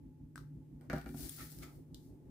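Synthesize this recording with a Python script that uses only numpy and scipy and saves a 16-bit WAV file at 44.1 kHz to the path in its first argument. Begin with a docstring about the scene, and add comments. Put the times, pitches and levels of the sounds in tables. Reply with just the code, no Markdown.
"""In a small room, some machine throbs and hums throughout. A clear plastic blister pack buckles in the
hands with two snaps, then is set down on a kitchen countertop: each contact thuds in the counter and
rings the thin shell. A printed card is swept across the counter, hissing with friction, catching on
the grain and rasping at its edge while the pushing hand rumbles underneath. Last, the plastic settles
with one bright tick and a faint rustle."""
import sys
import numpy as np
from scipy import signal
from scipy.fft import rfft, irfft, next_fast_len
from scipy.io import wavfile

SR = 44100
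rng = np.random.default_rng(int(sys.argv[2]) if len(sys.argv) > 2 else 0)


def generate_wav(signal):
    """Clip the signal to [-1, 1] and save it as 16-bit WAV at the path in sys.argv[1]."""
    frames = np.transpose(np.atleast_2d(signal))
    scaled = np.clip(frames, -1, 1) * 32767
    pcm = np.round(scaled).astype(np.int16)
    wavfile.write(sys.argv[1], SR, pcm)


N = 101429
T = np.arange(N) / SR
HZ = np.maximum(np.arange(N // 2 + 1) * SR / N, 1)

# the blister buckles: t/s, ring level/dB, ring f/Hz, ring t60/s, crack level/dB, overtone level/dB
SNAPS = [(0.358, -41, 1556, .022, -49.5, -45.5), (.378, -46, 1350, 0.024, -50.5, -56)]
# the pack meets the counter: t/s, thud level/dB, panel level/dB, shell level/dB, tick level/dB
KNOCKS = [(.811, -55.5, -64.5, -67, -64), (0.899, -41, -40, -37.5, -51.5), (.9308, -32.5, -38, -42, -48.5),
          (.936, -44.5, -39, -45, -50), (0.9568, -43.5, -62, -51, -57),
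          (0.9628, -37.5, -42.5, -48.5, -52.5), (0.9744, -51, -49, -47.5, -66),
          (0.9818, -66, -57, -55, -49.5), (1.0135, -68, -72, -64, -51), (1.042, -51, -68, -63, -61),
          (1.0602, -42.5, -46.5, -49.5, -55.5), (1.091, -45.5, -75, -61, -55),
          (1.1419, -40, -51.5, -56.5, -68)]
# resonances: f/Hz, level/dB, t60/s
THUD_MODES = [(59.5, -8.5, 0.29), (144.6, -2, 0.22), (233, 0, 0.13), (269.2, -2, 0.19), (361.2, -8, 0.2)]  # counter and pack together
SHELL_MODES = [(491, -12.5, 0.15), (611, -10.5, 0.1), (689, -11, 0.16), (786.5, -6.5, 0.11),
               (946, -24, 0.1), (1401, -3.5, 0.064), (1467, -12, .15), (1700, -18.5, 0.14),
               (1847, -16.5, 0.088), (2160, -18, 0.039), (2340, -19.5, .2), (2867, -27.5, 0.15)]  # thin plastic; the low modes are its flat panels
# tone colours of the plastic: f/Hz, level/dB
CRACK_EQ = [(450, -22), (800, -5), (1200, 10.5), (1650, 3), (2100, -2), (2700, -8), (4000, -1.5), (5500, 1),
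            (7000, -6.5), (8500, -7), (11000, -5), (16000, -7)]  # buckling blister
RATTLE_EQ = [(150, -7), (350, -1), (600, -4.5), (800, -2.5), (1050, -14), (1400, -1.5), (1650, -4),
             (1950, -7), (2500, -16.5), (3100, -25), (5500, -22.5), (9000, -34.5)]  # dense shell modes
TICK_EQ = [(1000, -10), (3000, 0.5), (4300, 3), (5800, -1.5), (7000, -10), (8300, 2), (10000, -5),
           (12500, -1.5), (16000, -1)]  # hard edge landing
SETTLE_EQ = [(1000, -17), (2500, -18.5), (3150, -6), (3650, 4), (4400, -0.5), (5300, -5.5), (6800, -9.5),
             (11000, -12.5), (16000, -14)]  # last bright tick
BRUSH_EQ = [(1000, -8), (2500, -12), (4500, 4.5), (7000, 3), (13000, 5.5), (16000, 2)]  # airy rustle

# speed of the card, as the level of its friction: t/s, level/dB
SLIDE_FADER = [(1.03, -102), (1.08, -64), (1.135, -65), (1.165, -56.5), (1.185, -51), (1.24, -48),
               (1.33, -52), (1.42, -52.5), (1.5, -56.5), (1.58, -59), (1.64, -57.5), (1.665, -69.5),
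               (1.76, -68), (1.82, -78.5), (1.88, -105)]
# the card's path from the left towards the centre: t/s, left minus right/dB
CARD_PAN = [(1.15, 9), (1.3, 4.5), (1.45, 4.5), (1.7, 2.5)]
# the card's edge scrapes: t/s, length/s, level/dB, flexing card f/Hz
RASPS = [(1.387, 0.0054, -57, 1374), (1.408, 0.02, -57, 1289), (1.431, 0.054, -62.5, 1855),
         (1.634, 0.017, -57.5, 2175), (1.654, 0.066, -66, 1278)]
# handling swells: peak t/s, length/s, level/dB
CATCHES = [(1.174, 0.0018, -48.5), (1.235, 0.0024, -53), (1.526, 0.0028, -49), (1.588, 0.0021, -47.5)]  # the card snags on the counter's grain
PUSHES = [(1.117, 0.09, -53), (1.2, 0.012, -44.5), (1.243, 0.061, -46.5), (1.622, 0.086, -52),
          (1.792, 0.018, -49)]  # the hand sets the counter rumbling
RUBS = [(0.847, 0.057, -68.5), (1.144, 0.0066, -57), (1.244, 0.064, -67), (1.534, 0.038, -72),
        (1.7, 0.09, -69)]  # the hand drags over card and counter
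BRUSHES = [(0.848, 0.048, -82.5), (2.042, 0.12, -73.5)]  # the plastic brushes softly
# tone colours of card and hand: f/Hz, level/dB
FRICTION_EQ = [(500, -10.5), (1000, -17), (1600, -5.5), (2700, -9.5), (3800, -5.5), (4800, -1.5),
               (7000, -3.5), (9000, -0.5), (14000, 0.5), (16000, 4)]  # bright sliding hiss
RASP_EQ = [(400, -7), (700, -4.5), (950, -15.5), (1280, 0), (1750, -7), (2150, -2), (2800, -10), (4200, -9),
           (8000, -13), (16000, -18)]  # scraping edge
CHIRP_EQ = [(2500, -33), (3400, 0), (4300, -31), (7000, -5), (8600, -1), (11000, 2.5), (13000, -17),
            (16000, -14)]  # one sharp catch
PUSH_EQ = [(20, -30), (40, -6), (60, 9.5), (85, -9), (150, -5), (190, -15.5), (270, 6), (380, -4.5),
           (480, -20), (800, -21.5), (1500, -58)]  # counter rumble
RUB_EQ = [(150, -22), (350, 2), (550, -0.5), (850, -2.5), (1100, -9), (2000, -16), (4000, -32)]  # dull drag

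# level rides of the background: t/s, level/dB
HUM_FADER = [(0, -68), (.2, -58.5), (.3, -59), (.42, -53), (.55, -53), (.68, -57), (1.45, -56.5),
             (1.95, -60), (2.3, -70)]  # machine hum
AIR_FADER = [(0, -79.5), (.3, -81), (.55, -79), (1.7, -78), (2.3, -78.5)]  # room tone
# tone colours of the background: f/Hz, level/dB
THROB_EQ = [(25, -16.5), (60, -11.5), (85, -3.5), (118, 1), (190, -5.5), (215, -18), (240, -0.5),
            (280, -0.5), (330, -9), (420, -23.5), (600, -37.5), (2000, -63)]  # low machine rumble
WHIRR_EQ = [(200, -21), (360, 3), (450, -7.5), (560, -11), (700, -18), (900, -20), (1100, -27.5),
            (2000, -45)]  # machine midrange
AIR_EQ = [(290, -16), (500, -6.5), (792, -17.5), (851, 0), (914, -17.5), (1310, -22), (1820, -20.5),
          (4310, -28.5), (15500, -26.5)]  # room air and hiss
# stereo image, narrow in the bass and wide on top: f/Hz, left-right correlation/1
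STEREO_LIKENESS = [(100, 0.79), (280, 0.86), (600, 0.3), (1500, 0.13), (3000, 0.033), (8000, 0.017)]
# reverb of the small room: f/Hz, t60/s, level/dB
ROOM_REVERB = [(150, 0.21, -17), (492, 0.12, -5), (1500, 0.32, -2), (4000, 0.23, -3), (8100, 0.26, -3.5),
               (15200, 0.31, -2.5)]


def snaps(crack_t60_s=0.017, overtone_hz=8190, overtone_t60_s=0.0077):
    """The blister buckles: a crack, a ringing panel and a high overtone."""
    cracks, rings = 0, 0
    for s, ring_db, hz, t60, crack_db, overtone_db in SNAPS:
        cracks += decay(s, crack_db, crack_t60_s)
        rings += ring(s, ring_db, hz, t60) + ring(s, overtone_db, overtone_hz, overtone_t60_s)
    return (in_room(burst(cracks, CRACK_EQ), wet_db=0.5) + in_room(rings, wet_db=-6)) * pan(4)


def knocks(spread_db=5.0, panel_top_hz=1100, rattle_boost_db=1.5):
    """Each contact thuds in the counter, rings and rattles the shell and ticks at the hard edge."""
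    thuds, shell, rattle_power, tick_power = 0, 0, 0, 0
    for s, thud_db, panel_db, shell_db, tick_db in KNOCKS:
        for k, (hz, db, t60) in enumerate(THUD_MODES):
            thuds += (-1) ** k * ring(s, thud_db + db, hz, t60)  # modes alternate in polarity
        for k, (hz, db, t60) in enumerate(SHELL_MODES):
            hit_db = (panel_db if hz < panel_top_hz else shell_db) + spread_db * rng.standard_normal()
            shell += (-1) ** k * ring(s, hit_db + db, hz, t60)
        rattle_power += decay(s, shell_db + rattle_boost_db, t60=0.026) ** 2
        tick_power += decay(s, tick_db, t60=0.016) ** 2
    rattle = in_room(burst(np.sqrt(rattle_power), RATTLE_EQ), wet_db=3)
    ticks = in_room(burst(np.sqrt(tick_power), TICK_EQ), wet_db=1)
    place = pan(1.5)
    return in_room(thuds + shell * place, wet_db=-6) + (rattle + ticks) * place


def card_friction(grains_per_s=3200, grain_spread_db=5.5, grain_db=-9.5, rough_db=1.5):
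    """Card on textured laminate: a gritty hiss that follows its speed, with tiny catches."""
    sizes = from_db(grain_spread_db * np.minimum(rng.exponential(1, N), 5))
    grains = (rng.random(N) < grains_per_s / SR) * sizes * rng.standard_normal((2, N))
    texture = noise(FRICTION_EQ) + from_db(grain_db) * colour(grains, FRICTION_EQ)
    slide = texture * from_db(curve(SLIDE_FADER) + rough_db * drift(74))
    return slide + noise(FRICTION_EQ) * swells(CATCHES)


def card_rasp(rough_db=2.5, flex_db=-3.5):
    """The edge scrapes the counter and the flexing card gives each scrape a pitch."""
    edge = noise(RASP_EQ) * from_db(rough_db * drift(150))
    return sum(swell(s, length, db) * (edge + from_db(flex_db) * narrow(hz, width_hz=62))
               for s, length, db, hz in RASPS)


def card_sweep():
    """The card crosses the counter, hissing and rasping, and chirps once as it catches."""
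    place = pan(curve(CARD_PAN))
    scrape = card_friction() * place + card_rasp() * pan(1)
    chirp = noise(CHIRP_EQ) * swell(s=1.2955, length=0.0028, db=-40)
    return in_room(scrape, wet_db=-2) + in_room(chirp, wet_db=-7) * place


def settle():
    """The plastic settles with a sharp tick that lights up the room."""
    tick = burst(decay(s=1.945, db=-44.5, t60=0.014), SETTLE_EQ)
    return in_room(tick, wet_db=-1.5) * pan(3.5)


def hand():
    """The hand's push makes the counter rumble; its drag adds a dull rub."""
    return noise(PUSH_EQ) * swells(PUSHES) + noise(RUB_EQ) * swells(RUBS)


def brushes():
    """Plastic rustles faintly as it lands and after it settles."""
    return noise(BRUSH_EQ) * swells(BRUSHES) * pan(3.5)


def machine_throb(turn_hz=5.83, peak_s=0.06, boom_hz=58.7, boom_lag_s=0.0065, boom_length_s=0.049):
    """A rumble, a growing whirr and a deep boom swell once per turn of the machine."""
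    turn = np.cos(2 * np.pi * turn_hz * (T - peak_s))
    rumble = noise(THROB_EQ) * from_db(-56.5 + 3 * turn)
    whirr = noise(WHIRR_EQ) * from_db(-75.5 + 4 * T + 2 * turn)  # creeps up 4 dB a second
    boom_times = np.arange(peak_s + boom_lag_s, T[-1] + boom_length_s, 1 / turn_hz)
    boom = sum(swell(s, boom_length_s, db=-53.5) * np.sin(2 * np.pi * (boom_hz * T + rng.random()))
               for s in boom_times)
    return rumble + whirr + boom


def machine_hum(hum_hz=150, wander_hz=2.1, waver_db=1, whine_hz=853, whine_db=-88):
    """The machine's hum wavers in pitch and level, with a faint whine above it."""
    phase = 2 * np.pi * np.cumsum(hum_hz + wander_hz * drift(2.64)) / SR
    hum = np.sqrt(2) * np.sin(phase) * from_db(curve(HUM_FADER) + waver_db * drift(15))
    return hum + from_db(whine_db) * narrow(whine_hz, width_hz=4.1)


def room_tone():
    """A quiet bed of air and hiss."""
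    return from_db(curve(AIR_FADER)) * noise(AIR_EQ)


def in_room(x, wet_db, predelay_s=0.0036):
    """Add a diffuse tail that dies away band by band."""
    size, tail = next_fast_len(2 * N), 0
    edges_hz = np.geomspace(60, 17000, 10)
    for low, high in zip(edges_hz, edges_hz[1:]):
        hz = np.sqrt(low * high)
        bandpass = signal.butter(2, [low, high], "band", fs=SR, output="sos")
        band = signal.sosfilt(bandpass, rng.standard_normal((2, SR // 2)))
        fall = decay(predelay_s, 0, at_hz(ROOM_REVERB, hz))[:SR // 2]
        tail += band * fall / np.sqrt(np.sum(fall ** 2)) * from_db(at_hz(ROOM_REVERB, hz, column=2))
    return x + from_db(wet_db) * irfft(rfft(x, size) * rfft(tail, size), size)[:, :N]


def from_db(db):
    """Decibels to gain."""
    return 10 ** (np.asarray(db) / 20)


def rms_one(x):
    """Scale to unit rms."""
    return x / np.sqrt(np.mean(x ** 2) + 1e-20)


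def curve(rows):
    """Automation: straight lines between (time, value) points."""
    return np.interp(T, *np.transpose(rows))


def at_hz(rows, hz, column=1):
    """Read a table column on a log-frequency axis."""
    rows = np.array(rows)
    return np.interp(np.log(hz), np.log(rows[:, 0]), rows[:, column])


def pan(db):
    """Stereo gains with the left louder by db."""
    return from_db(np.array([[.5], [-.5]]) * db)


def decay(s, db, t60):
    """Envelope of a hit: instant attack, exponential fall."""
    return (T >= s) * from_db(db - 60 * np.maximum(T - s, 0) / t60)


def ring(s, db, hz, t60):
    """One struck mode."""
    return decay(s, db, t60) * np.sin(2 * np.pi * hz * (T - s))


def swell(s, length, db):
    """Bell-shaped envelope centred on time s."""
    return from_db(db) * np.exp(-2 * ((T - s) / length) ** 2)


def swells(rows):
    """One envelope from a table of swells."""
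    return sum(swell(*row) for row in rows)


def drift(hz):
    """Random modulation, mostly slower than hz; rms 1."""
    return rms_one(irfft(rfft(rng.standard_normal(N)) / (1 + (HZ / hz) ** 2), N))


def narrow(hz, width_hz):
    """Noise in one resonance; rms 1."""
    return np.real((drift(width_hz) + 1j * drift(width_hz)) * np.exp(2j * np.pi * hz * T))


def colour(x, eq):
    """Two unrelated signals become a stereo sound with this EQ; rms 1."""
    return rms_one(widen(*(rfft(x) * from_db(at_hz(eq, HZ)))))


def noise(eq):
    """Stereo noise with this EQ; rms 1."""
    return colour(rng.standard_normal((2, N)), eq)


def burst(envelope, eq):
    """Enveloped noise through a minimum-phase EQ, which keeps the attack sharp."""
    gain = rms_one(from_db(at_hz(eq, HZ)))
    cepstrum = irfft(np.log(gain), N)
    causal_window = np.where(T == 0, 1, 2 * (np.arange(N) < N // 2))
    response = np.exp(rfft(cepstrum * causal_window))
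    crackle = envelope * rng.standard_normal((2, N))
    return widen(*(rfft(crackle) * response))


def widen(mid, side):
    """Two spectra become left and right, alike in the bass and unrelated in the treble."""
    alike = at_hz(STEREO_LIKENESS, HZ)
    return irfft(np.sqrt((1 + alike) / 2) * mid + np.sqrt((1 - alike) / 2) * side * [[1], [-1]], N)


def scene():
    """Pack, card and hand up front, machine and room tone behind."""
    foreground = snaps() + knocks() + card_sweep() + settle() + hand() + brushes()
    return foreground + machine_throb() + machine_hum() + room_tone()


def record(dry):
    """A steep high cut on the whole mix."""
    cutoff_hz = 15550
    return signal.sosfilt(signal.ellip(12, .1, 70, cutoff_hz, fs=SR, output="sos"), dry)


dry = scene()
out = record(dry)
generate_wav(out)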